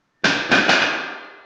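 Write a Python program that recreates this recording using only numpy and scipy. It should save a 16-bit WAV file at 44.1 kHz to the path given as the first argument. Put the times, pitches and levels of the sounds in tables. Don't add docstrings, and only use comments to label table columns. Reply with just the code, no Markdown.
import sys
import numpy as np
from scipy import signal
from scipy.fft import irfft, next_fast_len
from scipy.io import wavfile
from scipy.ndimage import map_coordinates

SR = 44100
rng = np.random.default_rng(int(sys.argv[2]) if len(sys.argv) > 2 else 0)


def digitize_waveform(pressure):
    field = np.atleast_2d(pressure).T
    bounded = np.clip(field, -1, 1)
    quanta = np.round(bounded * 32767).astype(np.int16)
    wavfile.write(sys.argv[1], SR, quanta)


N = 63945

# start in seconds, floor thump in dB, its extra bass in dB,
# plate clash in dB, its extra treble in dB, wheel ring in dB, name of the landing it belongs to.
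CONTACTS = [ (0.2202, -59, -5, -70, 3, -65, "drop"), (0.2352, -33, 9, -46.5, -18, -42, "drop"),
            (0.2402, -22.5, 9, -22.5, -8, -33, "drop"), (0.2429, -22, 1.5, -21.5, 3.5, -20.5, "drop"),
            (0.252, -31.5, 3.5, -20.5, 5, -22, "drop"), (0.2821, -50.5, -6, -30.5, 11.5, -26, "drop"),
            (0.4950, -27.5, 3.5, -32, -9.5, -50, "bounce"), (0.509, -28.5, 4, -25.5, -4, -31, "bounce"),
            (0.5152, -20, 2, -16.5, 0, -15.5, "bounce"), (0.5250, -19, -13, -22, -12.5, -28.5, "bounce"),
            (0.5350, -22.5, -0.5, -24, -0.5, -32, "bounce"),
            (0.5490, -33, -7.5, -27.5, 9.5, -35.5, "bounce"), (0.5750, -32, -6, -32.5, 4, -22, "bounce"),
            (0.6820, -24, -0.5, -20, -19.5, -20, "settle"), (0.6916, -28.5, -3, -17, 3.5, -19, "settle"),
            (0.7150, -27, -2, -28.5, 11.5, -25, "settle"), (0.7301, -32, -3, -20, -2, -28.5, "settle"),
            (0.8050, -37, 10.5, -27.5, -3, -34, "settle"), (0.8153, -35, 3, -23, -4, -20, "settle"),
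            (0.8225, -36, 4.5, -28, 0, -25.5, "settle"), (0.8450, -37, 0.5, -30, -3.5, -37, "settle"),
            (0.9503, -40.5, -1, -52, -8, -54.5, "settle"), (1.0020, -39, -1.5, -42.5, -9, -32, "settle"), ]


def amp(db):
    return 10 ** (np.asarray(db) / 20)


def unit(x):
    return x / np.sqrt(np.mean(np.abs(x) ** 2))


def fft_size():
    return next_fast_len(N, real=True)


def bins():
    return np.maximum(np.fft.rfftfreq(fft_size(), 1 / SR), 1)


def along(points_hz, values):
    return np.interp(np.log(bins()), np.log(points_hz), values)


def colour(table):
    hz, db = np.array(table, float).T
    return unit(amp(along(hz, db)))


def noise_spectrum():
    return np.exp(2j * np.pi * rng.random(len(bins()))) * np.sqrt(fft_size())


def wave(spectrum):
    return irfft(spectrum, fft_size())[:N]


def fade(t60):
    return np.exp(-np.log(1000) * np.arange(N) / SR / max(t60, 1e-3))


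def die_away(spectrum, fade_times):
    hz, t60 = np.array(fade_times, float).T
    bands = np.eye(len(hz))
    return sum(wave(spectrum * along(hz, band)) * fade(seconds) for band, seconds in zip(bands, t60))


def add(out, start, x):
    i = int(start * SR)
    out[i:] += x[:N - i]


def air():
    # frequency in Hz, relative level in dB.
    air_tone = [(25, 6.5), (130, 7), (400, -4), (900, -6), (1500, -3), (2500, -14), (6000, -19.5),
                (9000, -35), (16000, -42.5)]
    return amp(-66) * wave(colour(air_tone) * noise_spectrum())


def squeak():
    pitch_hz, peak_s, rise_s, fall_s = 1797, 0.21, 0.048, 0.014
    t = np.arange(N) / SR - peak_s
    swell = np.exp(np.minimum(t / rise_s, -t / fall_s))
    return amp(-61.5) * swell * np.sin(2 * np.pi * pitch_hz * t)


def room_echo(blow):
    # frequency in Hz, fade time in seconds.
    room_fades = [(60, 0.96), (150, 0.55), (260, 1.05), (400, 1.41), (1200, 1.38), (2500, 1.2),
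                  (5500, 0.86), (7500, 0.66), (10500, 0.26)]
    build_s = 0.0019
    build_up = 1 - np.exp(-np.arange(N) / SR / build_s)
    return die_away(blow * noise_spectrum(), room_fades) * build_up


def plates():
    # frequency in Hz, relative level in dB.
    thump_tone = [(25, -12.5), (80, -19.5), (105, -3.5), (165, -2), (300, 3), (430, -6.5), (750, -13),
                  (1200, -24), (3000, -37), (7000, -79)]
    # frequency in Hz, relative level in dB.
    clash_tone = [(60, -33.5), (250, -17), (600, 2.5), (850, 0), (1080, -2), (1350, -1), (1580, 6),
                  (1760, 3.5), (1930, -5), (2200, -3.5), (2450, 0), (3050, -5), (3550, -4), (4400, -9.5),
                  (5500, -12), (6450, -17), (6750, -25), (7150, -23), (7450, -31.5), (8200, -40.5),
                  (10200, -45), (10800, -41.5), (11300, -55.5), (12300, -67), (16000, -80)]
    # frequency in Hz, fade time in seconds.
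    plate_fades = [(200, 0.34), (1500, 0.85), (4000, 0.73), (6200, 0.59), (7500, .55), (10500, 0.34)]
    tones_per_hz, spread_db, contact_s = 0.06, 0.5, 0.0014
    count = len(bins())
    is_ringing = rng.random(count) < tones_per_hz * SR / fft_size()
    plate_tones = unit(is_ringing * amp(spread_db * rng.standard_normal(count)))
    thump, clash = colour(thump_tone), colour(clash_tone)
    treble = along([1400, 5000], [0, 1])
    bass = along([130, 260], [1, 0])
    onset = np.minimum(np.arange(N) / SR / contact_s, 1)
    out = np.zeros(N)
    for start, thump_db, bass_db, clash_db, treble_db, _, _ in CONTACTS:
        steel = clash * amp(clash_db + treble_db * treble)
        floor = thump * amp(thump_db + bass_db * bass)
        blow = np.hypot(steel, floor)
        crack = wave(blow * noise_spectrum()) * fade(t60=0.08)
        ring = die_away(steel * plate_tones * noise_spectrum(), plate_fades)
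        add(out, start, onset * (amp(3.5) * crack + amp(-3.5) * ring + amp(-4.5) * room_echo(blow)))
    return out


def wall_waver():
    drift_hz, hop = 20, 64
    samples = np.arange(N)
    steps = samples[::hop] / SR * drift_hz
    targets = rng.standard_normal((2, 64))
    real, imag = (map_coordinates(row, [steps], order=3, mode="mirror") for row in targets)
    drift = real + 1j * imag
    evened = drift / np.hypot(np.abs(drift), 0.5)
    return np.interp(samples, samples[::hop], unit(evened))


def stored_energy(blows, t60):
    kept_per_sample = np.exp(-2 * np.log(1000) / (t60 * SR))
    return signal.lfilter([1], [1, -kept_per_sample], blows)


def wheels():
    pitches = [ 138, 177, 197, 258, 279, 318, 398, 485, 548, 1087, 1177, 1227, 1397, 1431, 1514, 1532, 1556,
               1578, 1622, 1647, 1708, 1788, 2041, 2389, 2444, 2545, 2799, 2880, 3180, 3387, 3542, 3632,
               4070, 4180, 4814, 6051, ]
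    # relative level in dB at the drop, at the bounce
    # and while settling, then fade time in seconds.
    tones = [ (-12, -17.5, -28, 0.37), (-6, -20.5, -14.5, 0.4), (-12.5, -10, -16.5, 0.38),
             (-21, -15, -19, 0.49), (-6.5, -15, -22, 0.65), (-13, -18.5, -20, 1.05),
             (-23.5, -26, -33.5, 3.14), (-12, -17, -29.5, 0.9), (-22, -18, -24, 1.3), (-36, -31, -21, 1.4),
             (-17.5, -31.5, -17, 1.5), (-24, -16, -25, 2.1), (-26, -20, -24, 1.56), (-11.5, -6, -13.5, 1.3),
             (-19, -6.5, -14, .8), (-9, -4.5, -12.5, 1.0), (-5, -12, -10.5, 0.84), (-12.5, -14, -16.5, 1.5),
             (-9.5, -19, -14.5, 0.71), (-11.5, -17, -11, 0.9), (-13, -13, -19, 0.79),
             (-15.5, -20, -21.5, 1.5), (-22, -26, -21, 1.8), (-19, -19, -15.5, 1), (-18.5, -8, -8, 0.67),
             (-13.5, -13.5, -12, 1), (-16.5, -29.5, -17.5, .8), (-15, -39, -10, 0.35), (-29, -27, -22, 1.3),
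             (-21.5, -22, -17, 0.32), (-15.5, -30, -19, 0.87), (-13, -27, -20.5, 0.75),
             (-17, -29.5, -29, 1.1), (-31, -31, -25.5, 1.5), (-24, -25, -23, .7), (-35, -39.5, -21, 0.45), ]
    landings = ["drop", "bounce", "settle"]
    attack_s, waver_db = 0.0015, -3
    early_db, early_fade_s = 3.5, 0.079
    t = np.arange(N) / SR
    starts, *_, ring_db, landing_names = zip(*CONTACTS)
    start_samples = (np.array(starts) * SR).astype(int)
    landing = [landings.index(name) for name in landing_names]
    soften = np.exp(-1 / (attack_s * SR))
    out = np.zeros(N)
    for hz, (*tone_db, t60) in zip(pitches, tones):
        strengths = amp(np.array(ring_db) + np.array(tone_db)[landing])
        blows = np.bincount(start_samples, strengths ** 2, N)
        energy = stored_energy(blows, t60) + amp(early_db) ** 2 * stored_energy(blows, early_fade_s)
        swing = signal.lfilter([1 - soften], [1, -soften], np.sqrt(energy))
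        tone = np.exp(2j * np.pi * (hz * t + rng.random()))
        out += swing * np.imag(tone * (1 + amp(waver_db) * wall_waver()))
    return amp(-1) * out


def scene():
    mono = air() + squeak() + wheels() + plates()
    return np.array([mono, mono])


def record(dry):
    low_cut_hz, bass_leak_db, top_hz = 86.5, -10.5, 16000
    thin = signal.sosfilt(signal.butter(4, low_cut_hz, "high", fs=SR, output="sos"), dry)
    mixed = thin + amp(bass_leak_db) * (dry - thin)
    return signal.sosfilt(signal.ellip(8, 0.2, 70, top_hz, fs=SR, output="sos"), mixed)


dry = scene()
out = record(dry)
digitize_waveform(out)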